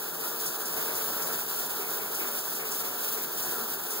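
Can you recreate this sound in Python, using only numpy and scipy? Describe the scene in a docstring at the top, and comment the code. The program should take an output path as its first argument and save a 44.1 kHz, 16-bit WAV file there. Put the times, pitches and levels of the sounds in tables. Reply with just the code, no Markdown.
"""A shower runs into a tub in a small tiled bathroom. Its drops strike at random, a shot noise that
hisses and patters as the stream shifts. Now and then water slaps down or a heavier dollop drums the
tub floor, and the impacts drive the low resonances of tub and room. A phone hears it all through
two microphone ports and widens the stereo image."""
import sys
import numpy as np
from scipy import signal
from scipy.fft import rfft, irfft
from scipy.io import wavfile
from scipy.ndimage import uniform_filter1d

SR = 44100
rng = np.random.default_rng(int(sys.argv[2]) if len(sys.argv) > 2 else 0)


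def digitize_waveform(pressure):
    """Quantize a signal to 16-bit integers and store it at the path in sys.argv[1].

    Rows of a 2-D input are taken as channels; values are limited to [-1, 1].
    """
    field = np.atleast_2d(pressure).T
    bounded = np.clip(field, -1, 1)
    quanta = np.round(bounded * 32767).astype(np.int16)
    wavfile.write(sys.argv[1], SR, quanta)


N = 176400
FLICKER_HZ = 50.65


def spray(mist_share=0.4):
    """Shot noise: fine drops tick in a mist so dense that it merges into a Gaussian hiss."""
    # spectrum of the hiss: f/Hz, level/dB
    hiss_spectrum = [(600,-100),(1900,-84),(2400,-82.3),(3300,-79.7),(4100,-82),(4900,-78.8),(5700,-80.2),(6900,-79.5),(8400,-77.5),(9600,-78.1),(11000,-77.2),(12400,-75.6),(14000,-73.3),(14600,-72.8),(15200,-69.5)]
    ticks = tiles(drops(per_s=5000, spread_db=1))
    mist = rng.standard_normal((2, N))
    hiss = np.sqrt(1 - mist_share) * ticks + np.sqrt(mist_share) * mist
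    return colour(hiss * flow(follow=0.85, column=2) * flicker(depth_db=1.17), hiss_spectrum)


def tub(per_s=2500, spread_db=1.5):
    """Impact excitation: larger drops patter on the tub and drum its floor; dollops thud and scatter."""
    # spectrum of the patter: f/Hz, level/dB
    patter_spectrum = [(150,-87),(400,-79.5),(650,-78.5),(1000,-77.5),(1150,-82),(1430,-76),(1630,-78.5),(1850,-80.5),(2600,-130),(5000,-105),(16000,-120)]
    # spectrum of the drumming floor: f/Hz, level/dB
    drum_spectrum = [(25,-103),(70,-102),(98,-76.5),(130,-77.5),(200,-75.5),(300,-73),(355,-74.5),(440,-72),(520,-78),(750,-89.5),(1200,-101),(3000,-120)]
    patter = tiles(drops(per_s, spread_db)) * flow(follow=1.05, column=1) * flicker(depth_db=0.5)
    drum = drops(per_s, spread_db) * flow(follow=1, column=1)
    steady = colour(patter, patter_spectrum) + colour(drum, drum_spectrum)
    return resonate(steady + dollops(per_s, spread_db))


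def dollops(per_s, spread_db):
    """Impulse response: each dollop gives the tub floor one push, a hollow thud, and scatters drops."""
    # landings: t/s, level/dB
    landings = [(.765,2.5),(0.864,4),(.98,2),(1.19,2),(1.289,0),(1.8,5.5),(1.989,4.5),(2.196,8),(2.595,5),(2.825,2.5),(3.165,4),(3.57,-10),(3.93,-1.5)]
    # spectrum of the thud: f/Hz, level/dB
    thud_spectrum = [(250,-110),(350,-93),(450,-89),(540,-112),(1000,-150)]
    # spectrum of the scattered drops: f/Hz, level/dB
    scatter_spectrum = [(60,-102),(160,-82.5),(280,-84),(370,-81),(450,-72),(540,-87.5),(800,-84),(1400,-99.5),(2200,-77),(5000,-120)]
    pushes = np.zeros(N)
    for start, db in landings:
        pushes[int(start * SR)] += undb(db) * np.sqrt(SR)
    scatter = drops(per_s, spread_db) * bursts(landings, attack_s=0.0072, decay_s=0.088)
    return colour(scatter, scatter_spectrum) + colour(pushes, thud_spectrum)


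def splashes():
    """Transient shot noise: each slap of water throws up a short, dense shower of droplets."""
    # slaps: t/s, level/dB
    slaps = [(.397,-9),(.458,-2),(.65,-6.5),(.782,-13),(.95,-5.5),(1.217,-4.5),(1.585,-11),(1.803,-19),(2.142,-7),(2.382,-7.5),(2.547,-8),(2.712,-4),(3.172,-12),(3.42,-4.5),(3.732,-21),(3.902,-4.5)]
    # bright spectrum of the droplets: f/Hz, level/dB
    splash_spectrum = [(500,-84),(2000,-124),(5000,-70),(8000,-68.5),(11000,-70.5),(15500,-78)]
    droplets = drops(per_s=12000, spread_db=-3.5) * bursts(slaps, attack_s=0.0049, decay_s=0.027)
    return colour(tiles(droplets), splash_spectrum)


def drops(per_s, spread_db):
    """Poisson impacts, exponentially distributed in level: two independent streams of unit power."""
    hit = rng.random((2, N)) < per_s / SR
    size = undb(spread_db * np.minimum(rng.exponential(size=(2, N)), 5))
    impacts = hit * size * np.sign(rng.standard_normal((2, N)))
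    return impacts / impacts.std()


def flow(follow, column):
    """Slow amplitude modulation by the shifting stream; follow scales its swing in dB."""
    # strength of the falling water: t/s, patter level/dB, hiss level/dB
    strength = [(0.0, -2, -3), (0.12, -2.3, -5), (0.25, 0.5, -2), (0.35, -0.5, -3.5), (0.42, -0.5, -1),
                (0.58, -1, -2.5), (0.71, 0.5, -3), (0.76, 2.5, -1), (0.98, 1, 0), (1.08, 1, -2.5),
                (1.34, 2.5, 0), (1.45, -1, -3), (1.58, -0.5, -1.5), (1.72, -0.5, -3.5), (1.81, 0.5, -1),
                (1.86, -3.5, -4.5), (1.91, 1, -0.5), (2.08, -1.5, -3.5), (2.22, 1, -1.5), (2.38, -1.5, -2),
                (2.43, -2.5, -5.5), (2.5, 0, -1.5), (2.64, -1, -4), (2.75, -0.5, -0.5), (2.88, -0.5, -2.5),
                (3.16, -0.5, -1), (3.26, -0.5, -4), (3.38, -0.5, -2.5), (3.45, 0.9, -1), (3.58, 2, -0.5),
                (3.66, 1.5, -1.5), (3.72, 0, -0.5), (3.78, -2.5, -6), (4.0, -1.5, -2)]
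    rows = np.array(strength)
    return undb(follow * np.interp(times(), rows[:, 0], rows[:, column]))


def flicker(depth_db):
    """Fast amplitude modulation: the level glides between random values, depth_db in RMS."""
    hold = int(SR / FLICKER_HZ)
    steps = rng.standard_normal(N)[np.arange(N) // hold]
    glide = uniform_filter1d(steps, hold)
    return undb(depth_db * glide / glide.std())


def bursts(events, attack_s, decay_s):
    """Incoherent summation: envelopes of linear rise and exponential decay add in power."""
    power = np.zeros(N)
    for start, db in events:
        age = np.maximum(times() - start, 0)
        rise = np.minimum(age / attack_s, 1)
        fall = np.exp(-np.maximum(age - attack_s, 0) / decay_s)
        power += (undb(db) * rise * fall) ** 2
    return np.sqrt(power)


def resonate(x):
    """Modal resonance: a minimum-phase filter rings with one Lorentzian peak for each mode."""
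    # modes of tub and room: f/Hz, bandwidth/Hz, boost/dB (sign ignored)
    modes = [(101.4,6,7.5),(167.4,13,11.5),(218,6,2.5),(237.3,9.9,10),(303,8,3),(354.8,6.9,8.5),(387.3,20,7.5),(436,4.3,5.5),(450.6,10.5,9),(554,23,2.5),(570,18,5.5),(637.5,17,7.5),(726.5,15,7),(816.5,13.4,7),(922,19,3.5),(995.6,9.9,6.5),(1120,17,6),(1202,27,6.5),(1278,4.7,5.5),(1345,12,7),(1420,27,2.5),(1603,8.2,7),(1670,8,6),(1803,12,-0.5)]
    power = 1 + sum((undb(abs(db)) ** 2 - 1) / (1 + (2 * (bins() - hz) / width) ** 2)
                    for hz, width, db in modes)
    cepstrum = irfft(np.log(power), N)
    causal = np.concatenate([cepstrum[:1] / 2, cepstrum[1:N // 2]])
    return irfft(rfft(x) * np.exp(rfft(causal, N)), N)


def tiles(x, t60_s=0.14, tail_re_direct_db=-4):
    """Reverberation: the tiled room smears each impact into a diffuse tail, conserving power."""
    retained = np.exp(-2 * np.log(1000) / (t60_s * SR))
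    energy = signal.lfilter([1 - retained], [1, -retained], (x ** 2).mean(axis=0))
    tail_gain = undb(tail_re_direct_db)
    tail = tail_gain * np.sqrt(energy) * rng.standard_normal((2, N))
    return (x + tail) / np.hypot(1, tail_gain)


def ports(x):
    """Spatial coherence: two ports in a reverberant field agree in the bass, hardly in the high treble."""
    # likeness of the ports: f/Hz, correlation (clipped to +-1)
    correlation = [(100,0.97),(250,0.98),(440,0.82),(540,.42),(700,0.54),(900,0.75),(1200,1),(1600,-0.033),(1850,-0.51),(2250,-0.87),(2550,-1.1),(3000,-1),(3250,.3),(4200,0.062),(5600,-0.15),(14000,0.26)]
    # lead of the left port on the tub's ring: f/Hz, phase/rad
    left_lead = [(150,0),(300,.04),(430,.14),(530,.6),(750,.35),(1200,0)]
    alike = np.clip(curve(correlation), -1, 1)
    mid, side = rfft(x) * np.sqrt(np.array([1 + alike, 1 - alike]) / 2)
    half_lead = np.exp(0.5j * curve(left_lead))
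    return irfft(np.array([(mid + side) * half_lead, (mid - side) / half_lead]), N)


def colour(x, spectrum):
    """Linear filtering: white input of unit power takes on the given spectral density."""
    return irfft(rfft(x) * undb(curve(spectrum)) * np.sqrt(SR / 2), N)


def curve(points):
    """Interpolation of (f/Hz, value) points to every bin, on a log-frequency axis."""
    hz, value = np.array(points, float).T
    return np.interp(np.log(bins() + 1), np.log(hz), value)


def undb(db):
    """Amplitude ratio for a level/dB."""
    return 10 ** (np.asarray(db) / 20)


def times():
    """t/s of every sample."""
    return np.arange(N) / SR


def bins():
    """f/Hz of every spectral bin."""
    return np.arange(N // 2 + 1) * SR / N


def scene():
    """Superposition: the sounds of the water add at the two ports."""
    return ports(spray() + splashes() + tub())


def record(dry, delay_s=0.000363, cutoff_hz=15720):
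    """Antiphase crossfeed widens the image: each channel loses a delayed copy of the other; then a low-pass."""
    channels = rfft(dry)
    crossfeed = np.exp(-2j * np.pi * bins() * delay_s) * channels[::-1]
    wide = irfft(channels - crossfeed, N)
    low_pass = signal.ellip(12, 0.2, 80, cutoff_hz, fs=SR, output="sos")
    return signal.sosfilt(low_pass, wide)


dry = scene()
out = record(dry)
digitize_waveform(out)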